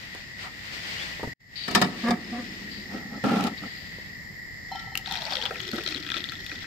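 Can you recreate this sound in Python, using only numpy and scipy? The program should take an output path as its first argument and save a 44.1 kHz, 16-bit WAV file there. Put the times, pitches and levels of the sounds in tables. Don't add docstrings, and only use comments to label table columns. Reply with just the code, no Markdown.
import sys
import numpy as np
from scipy import signal
from scipy.fft import rfft, irfft, next_fast_len
from scipy.io import wavfile
from scipy.ndimage import uniform_filter1d, map_coordinates

SR = 44100
rng = np.random.default_rng(int(sys.argv[2]) if len(sys.argv) > 2 else 0)


def pcm_store(signal):
    levels = np.round(np.clip(np.atleast_2d(signal), -1, 1) * 32767)
    wavfile.write(sys.argv[1], SR, levels.astype(np.int16).T)


N = 293706

# time_s, level_db
FLOW = [(4.68, -58), (4.798, -46.5), (4.93, -57.5), (5.02, -59), (5.074, -38), (5.302, -38.5),
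        (5.312, -36.5), (5.452, -38), (5.504, -43), (5.964, -37.5), (6.038, -42.5), (6.11, -40),
        (6.39, -46.5), (6.66, -43.5)]
POUR_START_S, STREAM_START_S, POUR_END_S = FLOW[0][0], FLOW[3][0], FLOW[-1][0]
# ratio_to_lowest, level_db
BOTTOM_MODES = [(1, 7), (1.42, -9)]
BARE_HZ, LOADED_HZ = 790, 287
COVERED_S, LOADING_S = 5.12, 0.363
# pitch_hz, width_hz, level_db
CAVITY = [(620, 190, -9), (864, 180, -9), (1340, 140, -3), (1810, 470, -4.5), (2460, 180, -1),
          (3300, 270, 3.5), (4140, 570, -1), (5490, 340, 0)]
# frequency_hz, gain_db
SPRAY_EQ = [(300, 2.5), (900, -13), (1400, 8), (2500, 0.5), (3400, -3.5), (4800, 4), (6200, -3.5),
            (9500, -19), (12000, -26), (16000, -31)]
# start_s, level_db, pitch_hz, tick_relative_db, hollow_relative_db
SPLASHES = [(4.9538, -12.5, 2700, -11, -12), (4.9745, -16.5, 2900, 1, -12), (5.0597, -20.5, 3600, -30, -5),
            (5.0743, -21, 4080, -27, -6), (5.1115, -19, 3600, -13, -8), (5.1235, -19.5, 3500, -5, -9),
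            (5.1548, -17, 3500, -20, 1), (5.173, -18, 3880, -30, -11), (5.22, -20, 3630, -25, -21),
            (5.253, -18, 4470, -30, -16), (5.307, -20, 4950, -25, -20), (5.312, -22, 3400, -26, -13),
            (5.323, -16, 3520, -20, -3), (5.3354, -15.5, 4570, -32, -19), (5.355, -15.5, 3340, -22, -10),
            (5.369, -14.5, 3300, -34, -13), (5.383, -26, 3330, -28, -6), (5.4152, -18.5, 3070, -28, -14),
            (5.425, -15.5, 3250, -32, -10), (5.437, -21, 4480, -27, -10), (5.4544, -13, 3300, -22, -10),
            (5.461, -14.5, 3240, -35, -9), (5.509, -20, 1440, -26, 2), (5.546, -29, 2540, -24, -4),
            (5.557, -23, 1850, -19, 8), (5.603, -18, 3150, -15, -3), (5.615, -27.5, 6260, -11, -14),
            (5.651, -26, 3140, -26, -6), (5.679, -19, 3600, -15, -9), (5.715, -21, 4250, -10, -4),
            (5.735, -37, 2700, -24, 3), (5.759, -25, 3450, -4, -12), (5.7838, -19.5, 1310, -23, 0),
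            (5.809, -26.5, 2460, -28, -9), (5.837, -26, 3370, -5, -6), (5.863, -17, 4080, -26, -5),
            (5.888, -20, 3900, -32, -11), (5.923, -20.5, 4280, -28, 7), (5.9468, -15.5, 4000, -31, -9),
            (5.961, -20.5, 3290, -26, -12), (6.027, -24, 4200, -32, 2), (6.049, -27, 3250, -30, 0),
            (6.065, -22, 3300, -24, -3), (6.074, -28, 2700, -32, 8), (6.089, -19.5, 3200, -34, 9),
            (6.1023, -14.5, 3380, -40, -2), (6.118, -15.5, 3400, -40, -2), (6.1415, -16, 3550, -35, 4),
            (6.1604, -21, 3500, -38, 1), (6.1675, -15.5, 3630, -32, -3), (6.1763, -22, 3400, -24, -0.5),
            (6.183, -26, 4080, -30, -6), (6.205, -23.5, 3660, -35, -10), (6.241, -17, 3460, -33, -6.5),
            (6.2888, -21.5, 3490, -35, -10), (6.2957, -20, 4160, -32, -13), (6.32, -24, 3350, -7, 9),
            (6.354, -27, 3420, -35, -12), (6.464, -23, 3500, -8, -2), (6.515, -22, 3900, -30, 9),
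            (6.558, -27.5, 3640, -28, -12), (6.643, -27, 1600, -26, -1)]
# pitch_hz, width_hz, level_db
HOLLOW_MODES = [(1338, 57, 0), (1630, 190, -4.5), (1980, 280, -5), (2510, 170, -2.5)]
# frequency_hz, gain_db
TICK_EQ = [(1000, -28), (4500, 7.5), (7500, 4), (9500, -12), (12000, 7), (16000, -8)]
# start_s, level_db, pitch_hz
GLUGS = [(5.222, -32, 677), (5.281, -29.5, 830), (5.322, -22.5, 773), (5.334, -27.5, 577),
         (5.456, -27.5, 790), (5.507, -23, 454), (5.732, -20, 219), (5.742, -25, 321), (5.779, -22.5, 336),
         (5.955, -32, 264), (6.162, -31, 328), (6.52, -35.5, 294)]
# start_s, level_db
DRIPS = [(4.716, -22), (4.751, -24), (4.803, -43), (4.838, -37), (4.872, -34), (4.919, -35), (4.958, -37.5),
         (4.992, -39), (5.073, -30), (5.111, -26.5)]
# pitch_hz, level_db, t60_s
EMPTY_MUG_MODES = [(790, 5, 0.079), (886, 0, 0.073), (3084, -13, 0.37), (4130, -9, 0.2), (5370, -15, 0.15)]
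# time_s, pitch_hz, level_db
SINGING = [(4.7, 1300, -60), (4.735, 1350, -48), (4.775, 1358, -41), (4.88, 1332, -52.5), (4.93, 1300, -62),
           (5.1, 1285, -58)]
# frequency_hz, left_over_right_db
MUG_PAN = [(60, 0), (110, 1), (200, -14), (380, 2), (700, 5), (1290, 6), (2380, 8.5), (4400, 12.5),
           (8120, -10), (15000, 8)]

# start_s, level_db, thud_relative_db, click_relative_db, chatter_s
CLANKS = [(1.679, -17, -7, -10, 0.0063), (1.71, -24, 1, -3, .008), (1.749, -3.5, -10.5, -3.5, .012),
          (1.768, -12.5, -9, -25, .01), (1.815, -6.5, -6.5, -8, .012), (1.838, -15, -3.5, -25, 0.011),
          (2.085, -18.5, 2, -15, .004), (2.106, -13.5, -26, -11, 0.0048), (3.468, -20.5, -0.5, -5, .004)]
# pitch_hz, width_hz, level_db
POT_MODES = [(400, 124, -4.5), (655, 41, 0), (714, 44, 3.5), (890, 97, 0), (1025, 36, -4.5),
             (1144, 20, 6.5), (1285, 20, 4.5), (1391, 31, 1), (1758, 56, 3.5), (1920, 92, -5),
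             (2300, 16, -2), (2500, 87, -14), (3010, 116, -14), (3500, 260, -20.5), (3725, 140, -4),
             (4660, 90, -8), (4940, 70, -6), (5240, 350, -11), (7730, 110, -15)]
# frequency_hz, gain_db
CLICK_EQ = [(300, -41), (1000, 0), (4500, -1.5), (7000, -6), (10000, -14.5), (13000, -14.5), (16000, -21)]
# frequency_hz, left_over_right_db
POT_PAN = [(60, -23), (130, -2.5), (290, 1), (640, -6.5), (1410, 4), (3100, 12), (6820, -7.5), (15000, 0)]
# start_s, hold_s, boom_db, rattle_db, fade_s
SHOVES = [(2.043, 0.099, -21.5, -27.5, 0.0078), (2.345, 0.052, -31.5, -39, 0.0282)]
# pitch_hz, width_hz, level_db
RATTLE_MODES = [(514, 51, 1.5), (706, 57, -3.5), (890, 70, -11), (1005, 85, -6), (1166, 78, -0.5),
                (1715, 87, -1.5), (2090, 140, -8.5)]
# start_s, level_db, attack_s
POT_RINGS = [(2.106, -25.5, 0.0017), (2.322, -34.5, 0.036)]
# start_s, hold_s, table_db, mug_db, scrape_db, fade_s
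DRAGS = [(2.937, 0.032, -36, -44.5, -44, 0.032), (3.03, 0.035, -41.5, -51, -56, 0.028),
         (3.138, 0.033, -36.5, -44.5, -55, 0.025), (3.241, 0.17, -25, -30, -32, 0.0028),
         (3.429, 0.045, -28.5, -32, -32.5, 0.017), (3.637, 0.02, -36.5, -50, -42.5, 0.02)]
# start_s, table_thud_db, mug_knock_db
JOLTS = [(2.946, -20.5, -44), (3.2405, -8.5, -27.5), (3.265, -16.5, -32), (3.296, -14, -39),
         (3.314, -10, -29), (3.336, -12, -25), (3.364, -15, -27), (3.386, -15, -26), (3.447, -16, -25.5),
         (3.468, -27, -27), (3.515, -22, -40), (3.634, -36, -30)]
# frequency_hz, gain_db
SCRAPE_EQ = [(180, -8), (400, -11.5), (700, -7), (1030, -15), (1580, -12), (2600, -12), (4910, -19.5),
             (9710, -38.5), (11300, -36), (14700, -41), (16000, -72)]
# pitch_hz, width_hz, level_db
TABLE_MODES = [(211, 51, 5), (303, 84, -3), (410, 45, -8), (566, 80, -12.5), (696, 73, -15),
               (805, 72, -17.5), (1140, 97, -25.5), (1750, 250, -23.5)]
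# pitch_hz, width_hz, level_db
MUG_MODES = [(543, 130, -8.5), (805, 31, 4.5), (875, 77, -5), (1150, 160, -11), (1320, 61, 0),
             (1394, 70, -5.5), (1740, 40, -9)]
# start_s, level_db, pitch_hz, tick_relative_db
BUMPS_AND_TICKS = [(0.149, -33.5, 436, 3.5), (1.196, -31, 497, -20), (1.231, -22, 400, -27),
                   (1.244, -26, 140.6, -26), (1.274, -26, 135, -31), (3.409, -27, 470, 9),
                   (3.44, -28, 500, 15), (3.985, -32, 446, -18)]
# peak_s, level_db, pitch_hz, swell_s
SCUFF = (0.462, -42.5, 900, 0.028)

# pitch_hz, width_hz, level_db, left_over_right_db, swell_db
CHORUSES = [(1924, 394, -42.5, 1, 0.5), (4850, 3500, -58, 2.5, 5), (7240, 1000, -69.5, -18, 1),
            (13400, 4900, -64.5, -2, -1.5)]
# start_s, level_db
CHIRPS = [(2.04, -40), (2.245, -39.5), (2.49, -40), (2.875, -44.5), (3.165, -46), (3.75, -48), (4.15, -63)]
# frequency_hz, gain_db
AIR_EQ = [(20, -24), (40, 1), (100, 3), (200, 1.5), (350, -10), (600, -13), (1300, -18), (2800, -37),
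          (5000, -11.5), (6300, -37.5), (9000, -46), (15000, -58)]
# frequency_hz, left_over_right_db
AIR_PAN = [(60, 1), (400, 0), (1300, 0), (4400, 2), (8000, -21), (15000, 7)]
# time_s, gain_db
NIGHT_FADER = [(0, -4.5), (1.4, -1), (3, 3), (6.66, 2.5)]
# start_s, fall_s, level_db, pitch_hz
RASPS = [(1.556, 0.19, -34.5, 4560), (2.71, 0.13, -42, 4700), (3.573, 0.028, -38, 4500),
         (3.66, .35, -46, 4700)]
# ratio_to_pitch, width_hz, level_db
RASP_MODES = [(.48, 250, -7.5), (.68, 300, -4.5), (.845, 220, 1.5), (1, 170, 6), (1.143, 150, -11)]
# peak_s, level_db, rise_s, fall_s
HISS_SWELLS = [(0.05, -45.5, .3, 0.25), (0.449, -41.5, 0.082, 0.036), (0.97, -38, 0.36, 0.26),
               (1.76, -35.5, 0.17, 0.13), (2.08, -36.5, 0.22, 0.055), (2.38, -40.5, 0.25, 0.58),
               (3.82, -44, 0.85, 0.32)]
# frequency_hz, gain_db
HISS_EQ = [(180, -53), (300, -8), (486, -11.5), (614, -9), (1140, -12), (2030, -1.5), (3700, -7),
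           (4910, -6.5), (5610, -14), (8790, -29), (9880, -41.5), (12900, -26), (16000, -41)]
# frequency_hz, left_over_right_db
HISS_PAN = [(300, 1), (700, 2), (2000, 7), (3500, 5), (4600, 8.5), (6000, -5), (8200, -17), (11000, -16.5),
            (15000, 9)]
# time_s, pitch_hz, level_db
SQUEAK = [(0.95, 2650, -50), (0.985, 3000, -42), (1.03, 3480, -38), (1.05, 3600, -54)]

# frequency_hz, left_right_correlation
NEAR_IMAGE = [(150, 1), (500, 0.74), (1200, 0.15), (2500, 0.14), (5000, 0.019)]
# frequency_hz, left_right_correlation
FAR_IMAGE = [(40, 0.26), (150, 0.83), (600, -0.00093), (1500, -0.36), (4000, -0.022), (8000, -0.053)]
# frequency_hz, left_right_correlation
MUG_IMAGE = [(500, 0.57), (1400, .6)]
# time_s, gain_db
MASTER_FADER = [(1.334, 2.5), (1.339, -47), (1.39, -44), (1.405, -15), (1.48, -10.5), (1.56, -2.5)]


def drumming(level_db=-5, wall_db=-3, per_s=150, cycles=20, wall_hz=860, wall_width_hz=130,
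             damped_s=5.42, damping_s=0.14, cushion_db_per_s=1.5):
    span = POUR_END_S - POUR_START_S
    bottom, t = np.zeros(N), np.arange(SR // 12) / SR
    for when, size, detune in rng.random((int(per_s * span), 3)):
        s = POUR_START_S + when * span
        mode_hz = LOADED_HZ + (BARE_HZ - LOADED_HZ) * np.exp(-max(s - COVERED_S, 0) / LOADING_S)
        hz = mode_hz * np.exp(.36 * (1 - mode_hz / BARE_HZ) * (2 * detune - 1))
        ring = sum(amp(db - 60 * t * hz / cycles) * np.sin(2 * np.pi * ratio * hz * t)
                   for ratio, db in BOTTOM_MODES)
        add(bottom, s, amp(13.5 * size) * hz ** .7 * ring * (1 - np.exp(-t / 0.0081)))
    bottom = unit(bottom) * np.sqrt(span / (N / SR))
    patter = stereo_noise() * amp(4.3 * wobble(70))
    wall = resonate(patter, [(wall_hz, wall_width_hz, 0)])
    wall = unit(resonate(wall, [(wall_hz, 2 * wall_width_hz, 0)]))
    wall *= stroke(COVERED_S, damped_s - COVERED_S, 0.046, damping_s)
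    flow_db, = curves(FLOW)
    cushion_db = cushion_db_per_s * np.maximum(np.arange(N) / SR - COVERED_S, 0)
    return amp(flow_db - cushion_db) * during(FLOW) * (amp(level_db) * bottom + amp(wall_db) * wall)


def spray(per_s=1200, centre_hz=3500, spread=0.236, cycles=22, size_db=5,
          bubble_db=-5.0, wash_db=-1, fizz_db=-4.5):
    span, t = POUR_END_S - POUR_START_S, np.arange(SR // 50) / SR
    when, size, lag = rng.random((int(per_s * span), 3)).T
    hz = np.clip(centre_hz * np.exp(spread * rng.standard_normal((len(when), 1))), 900, 9000)
    gains = amp(-size_db * np.log(np.maximum(size, .03)))[:, None]
    envelopes = gains * amp(-60 * t * hz / cycles) * (1 - np.exp(-t / 0.00064))
    index = ((POUR_START_S + when * span) * SR).astype(int)[:, None] + np.arange(len(t))
    bubbles = np.zeros((2, N))
    for channel in range(2):
        grains = envelopes * np.sin(2 * np.pi * (hz * t + channel * lag[:, None]))
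        bubbles[channel] = np.bincount(index.ravel(), grains.ravel(), N)[:N]
    bubbles = unit(coloured(bubbles, SPRAY_EQ)) * np.sqrt(span / (N / SR))
    beads = wobble(170)
    wash = unit(resonate(stereo_noise() * amp(5.8 * beads), CAVITY))
    fizz = unit(coloured(stereo_noise() * amp(1.1 * beads + 3.3 * wobble(700)), SPRAY_EQ))
    mix = amp(bubble_db) * bubbles + amp(wash_db) * wash + amp(fizz_db) * fizz
    flow_db, = curves(FLOW)
    return amp(flow_db) * during(FLOW) * placed(mix, MUG_PAN)


def splashes(cycles=23, crack_db=-5, hollow_db=-1, tick_db=3, shed_s=.009, shed_db=-10, spread=0.14):
    out, t = np.zeros((2, N)), np.arange(SR // 20) / SR
    for s, db, hz, tick_rel_db, hollow_rel_db in SPLASHES:
        answer = crest(resonate((t == 0) + 0.16 * burst(t, 0.016), HOLLOW_MODES))
        bubble = ping(t, hz, cycles / hz, 0.00041, rise=0.04)
        crack = amp(crack_db) * snap(t, 0.012, SPRAY_EQ)
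        drop = crest(bubble + crack + amp(hollow_rel_db + hollow_db) * answer)
        tick = amp(tick_rel_db + tick_db) * snap(t, 0.015, TICK_EQ)
        add(out, s, amp(db) * (drop + tick))
        delay, detune = rng.random(2)
        shed_hz = hz * np.exp(2 * spread * (detune - .5))
        if s > STREAM_START_S:
            shed = ping(t, shed_hz, cycles / hz, 0.00038, rise=.05)
            add(out, s + shed_s * delay, amp(db + shed_db) * shed)
    return placed(out, MUG_PAN)


def glugs(level_db=-3, cycles=15, slap_db=1, slap_t60=0.14):
    out, t = np.zeros((2, N)), np.arange(SR // 6) / SR
    for s, db, hz in GLUGS:
        slap_modes = [(1.47 * hz, 200, 0), (850, 150, -13), (1340, 120, -5)]
        slap = crest(resonate(burst(t, slap_t60), slap_modes))
        bubble = ping(t, hz, cycles / hz, 0.0075, rise=0.017)
        add(out, s, amp(db + level_db) * (bubble + amp(slap_db) * slap))
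    return out


def spatter(per_s=26, level_db=5, scatter_db=9):
    out, t = np.zeros((2, N)), np.arange(SR // 50) / SR
    span = POUR_END_S - COVERED_S
    for when, size in rng.random((int(per_s * span), 2)):
        s = COVERED_S + when * span
        db = np.interp(s, *np.transpose(FLOW)) + level_db + scatter_db * (size - .5)
        add(out, s, amp(db) * snap(t, 0.0062, TICK_EQ))
    return out


def drips(tick_db=-19):
    out, t = np.zeros((2, N)), np.arange(SR // 2) / SR
    for s, db in DRIPS:
        ring = sum(amp(mode_db + rng.normal(0, 2)) * ping(t, hz, t60, 0.003)
                   for hz, mode_db, t60 in EMPTY_MUG_MODES)
        add(out, s, amp(db) * (crest(ring) + amp(tick_db) * snap(t, 0.059, TICK_EQ)))
    return out


def singing(pan_db=9.0, flutter_db=4):
    hz, db = curves(SINGING)
    phase = np.cumsum(hz * (1 + .008 * wobble(160))) / SR
    gain = amp(db + flutter_db * wobble(90)) * during(SINGING)
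    return panned(pan_db) * gain * np.sin(2 * np.pi * phase)


def cookware(click_db=3, after_db=-19, after_hz=2600):
    out, t = np.zeros((2, N)), np.arange(SR // 4) / SR
    for s, db, thud_rel_db, click_rel_db, hold in CLANKS:
        after_rattle = filtered(burst(t, 0.71), lambda hz: 1 / (1 + (hz / after_hz) ** 2))
        ring = crest(resonate(chatter(t, hold, 0.019) + amp(after_db) * after_rattle, POT_MODES))
        click = crest(coloured(chatter(t, hold / 2, 0.043), CLICK_EQ))
        shake = (t == 0) + 0.067 * burst(t, 0.32)
        thud = crest(resonate(shake, [(202, 49, 5.5), (279, 50, 0.5), (385, 56, -3.5)]))
        add(out, s, amp(db) * (ring + amp(click_rel_db + click_db) * click + amp(thud_rel_db) * thud))
    return placed(out, POT_PAN)


def judder(slip_hz=224, effort_hz=13, jitter=0.044, grit=0.094, ring_hz=724, ring_t60=0.23):
    effort, boom_gain, rattle_gain = np.zeros((3, N))
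    for s, hold, boom_db, rattle_db, fade in SHOVES:
        push = stroke(s, hold, fade, fade)
        mid_push = stroke(s + hold / 2, 0, rise=0.057, fall=0.057)
        effort += push
        boom_gain += amp(boom_db) * push
        rattle_gain += amp(rattle_db) * push * mid_push
    rate_hz = slip_hz + effort_hz * effort
    phase = np.cumsum(rate_hz * (1 + jitter * wobble(90))) / SR
    slips = np.diff(np.floor(phase), prepend=0) * amp(2.4 * wobble(150))
    rattle = unit(resonate(slips + grit * stereo_noise(), RATTLE_MODES))
    boom = unit(np.sin(2 * np.pi * phase) * amp(1.7 * wobble(66)))
    out = boom_gain * boom + rattle_gain * rattle
    for s, db, attack in POT_RINGS:
        add(out, s, amp(db) * ping(np.arange(SR // 3) / SR, ring_hz, ring_t60, attack))
    return out


def mug_slide(thud_trim_db=-2.5):
    table_gain, mug_gain, scrape_gain = sum(np.outer(amp(levels_db), stroke(s, hold, fade, fade))
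                                            for s, hold, *levels_db, fade in DRAGS)
    grit = stereo_noise() * amp(1.5 * wobble(260))
    out = scrape_gain * unit(coloured(grit, SCRAPE_EQ))
    out += table_gain * unit(resonate(grit, TABLE_MODES))
    out += mug_gain * unit(resonate(stereo_noise(MUG_IMAGE), MUG_MODES))
    t = np.arange(SR // 5) / SR
    for s, thud_db, knock_db in JOLTS:
        thud = crest(resonate((t == 0) + 0.056 * burst(t, 0.096), TABLE_MODES))
        knock = crest(resonate((t == 0) + 0.1 * burst(t, 0.024), MUG_MODES))
        add(out, s, amp(thud_db + thud_trim_db) * thud + amp(knock_db) * knock)
    return coloured(out, [(40, -33), (110, -3), (180, 1.0)])


def bumps_and_ticks(t60=0.012):
    out, t = np.zeros((2, N)), np.arange(SR // 5) / SR
    for s, db, hz, tick_db in BUMPS_AND_TICKS:
        thump = crest(resonate(burst(t, 0.077), [(110, 90, -6), (hz, hz / 2, 0), (2 * hz, hz, -3)]))
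        body = crest(ping(t, hz, t60, 0.00085) + thump)
        add(out, s, amp(db) * (body + amp(tick_db) * snap(t, 0.0097, CLICK_EQ)))
    return out


def scuff():
    s, db, hz, swell = SCUFF
    cloth = unit(resonate(stereo_noise(), [(0.8 * hz, 180, -2), (1.4 * hz, 300, 0)]))
    return amp(db) * stroke(s, 0, swell, swell) * cloth


def surroundings(x, t60=0.17, wet_db=-14, predelay_samples=130):
    tail = coloured(burst(np.arange(SR // 6) / SR, t60), [(250, -20), (700, 0), (4000, 0), (14000, -6)])
    impulse = np.pad(tail, ((0, 0), (predelay_samples, 0))) / np.linalg.norm(tail[0])
    return x + amp(wet_db) * signal.fftconvolve(x, impulse, axes=1)[:, :N]


def night(air_db=-47, cricket_hz=5120, pulse_gap_s=0.0295, pulse_width_s=0.0041):
    out = amp(air_db) * unit(placed(coloured(stereo_noise(FAR_IMAGE), AIR_EQ), AIR_PAN))
    for hz, width, db, pan_db, swell_db in CHORUSES:
        out += amp(db + swell_db * wobble(5.21)) * panned(pan_db) * chorus(hz, width)
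    t = np.arange(SR // 8) / SR
    pulses = sum(amp(-2 * k) * np.exp(-((t - k * pulse_gap_s - pulse_width_s) / pulse_width_s) ** 2)
                 for k in range(3))
    for s, db in CHIRPS:
        add(out, s, amp(db) * pulses * np.sin(2 * np.pi * cricket_hz * t))
    fader_db, = curves(NIGHT_FADER)
    return amp(fader_db) * out


def chorus(hz, width, lag_s=0.0004):
    direct = rng.standard_normal(N)
    pair = rng.standard_normal((2, N)) + [direct, np.roll(direct, round(lag_s * SR))]
    return unit(filtered(pair, lambda f: 1 / (1 + (2 * (f - hz) / width) ** 2) ** 1.79))


def rasps(pan_db=10.0, attack_s=0.0017):
    out, t = np.zeros((2, N)), np.arange(SR // 2) / SR
    for s, fall, db, hz in RASPS:
        modes = [(ratio * hz, width, mode_db) for ratio, width, mode_db in RASP_MODES]
        tone = unit(resonate(stereo_noise(FAR_IMAGE, size=len(t)), modes))
        add(out, s, amp(db) * tone * (1 - np.exp(-t / attack_s)) * np.exp(-(t / fall) ** 2))
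    return panned(pan_db) * out


def hiss(level_db=0.5, rest_db=-55, flutter_db=1):
    rest = amp(rest_db) * stroke(0, hold=4.63, rise=.1, fall=0.13)
    swell_power = sum((amp(db) * stroke(s, 0, rise, fall)) ** 2 for s, db, rise, fall in HISS_SWELLS)
    gain = np.sqrt(rest ** 2 + swell_power) * amp(level_db + flutter_db * wobble(25.6))
    return gain * unit(placed(coloured(stereo_noise(FAR_IMAGE), HISS_EQ), HISS_PAN))


def rumble(level_db=-40):
    lows = unit(resonate(stereo_noise(), [(200, 29, 3.5), (335, 112, -3.5)]))
    return amp(level_db) * stroke(1.96, hold=0.21, rise=0.03, fall=0.8) * lows


def squeak(roughness=0.037):
    hz, db = curves(SQUEAK)
    phase = np.cumsum(hz * (1 + roughness * wobble(460))) / SR
    return amp(db) * during(SQUEAK) * np.sin(2 * np.pi * phase)


def ping(t, hz, t60, attack, rise=0):
    tone = np.sin(2 * np.pi * hz * t * (1 + rise * np.minimum(t / t60, 1)))
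    return crest(tone * amp(-60 * t / t60) * (1 - np.exp(-t / attack)))


def burst(t, t60):
    return stereo_noise(size=len(t)) * amp(-60 * t / t60)


def snap(t, t60, eq):
    return crest(coloured(burst(t, t60), eq))


def chatter(t, hold, t60, attack=0.0004):
    return stereo_noise(size=len(t)) * (1 - np.exp(-t / attack)) * amp(-60 * np.maximum(t - hold, 0) / t60)


def stereo_noise(image=NEAR_IMAGE, size=N):
    correlation = np.clip(along(image, np.fft.rfftfreq(size, 1 / SR)), -1, 1)
    angle = np.arccos(correlation) / 2
    mid, side = irfft(rfft(rng.standard_normal((2, size))) * [np.cos(angle), np.sin(angle)], size)
    return np.array([mid + side, mid - side])


def stroke(s, hold, rise, fall):
    t = np.arange(N) / SR - s
    return np.exp(-(np.minimum(t, 0) / rise) ** 2 - (np.maximum(t - hold, 0) / fall) ** 2)


def curves(rows):
    times, *columns = np.transpose(rows)
    return [np.interp(np.arange(N) / SR, times, column) for column in columns]


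def during(rows):
    t = np.arange(N) / SR
    return uniform_filter1d(1. * ((t > rows[0][0]) & (t < rows[-1][0])), size=900)


def wobble(rate):
    return map_coordinates(rng.standard_normal(int(N * rate / SR) + 4), [np.arange(N) * rate / SR])


def along(points, hz):
    frequencies, values = np.transpose(points)
    return np.interp(np.log(hz + 1), np.log(frequencies + 1), values)


def filtered(x, response):
    n = x.shape[-1]
    padded = next_fast_len(n + SR // 20, True)
    return irfft(rfft(x, padded) * response(np.fft.rfftfreq(padded, 1 / SR)), padded)[..., :n]


def coloured(x, eq):
    return filtered(x, lambda hz: amp(along(eq, hz)))


def resonate(x, modes):
    return filtered(x, lambda f: sum(
        (-1) ** k * amp(db) * 1j * f * width / (hz * hz - f * f + 1j * f * width)
        for k, (hz, width, db) in enumerate(modes)))


def placed(pair, pan):
    return filtered(pair, lambda hz: amp(np.outer([.5, -.5], along(pan, hz))))


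def panned(db):
    return amp(db * np.array([[.5], [-.5]]))


def add(track, s, sound):
    part = track[..., max(round(s * SR), 0):][..., :sound.shape[-1]]
    part += sound[..., :part.shape[-1]]


def amp(db):
    return 10 ** (np.asarray(db) / 20)


def unit(x):
    return x / np.sqrt(np.mean(x ** 2) + 1e-20)


def crest(x):
    return x / (np.abs(x).max() + 1e-20)


def scene():
    handling = scuff() + bumps_and_ticks() + cookware() + judder() + mug_slide()
    pouring = drips() + singing() + drumming() + glugs() + spray() + splashes() + spatter()
    return surroundings(handling + pouring) + night() + rasps() + hiss() + rumble() + squeak()


def record(dry, top_hz=15700):
    fader_db, = curves(MASTER_FADER)
    return filtered(dry * amp(fader_db), lambda hz: hz < top_hz)


dry = scene()
out = record(dry)
pcm_store(out)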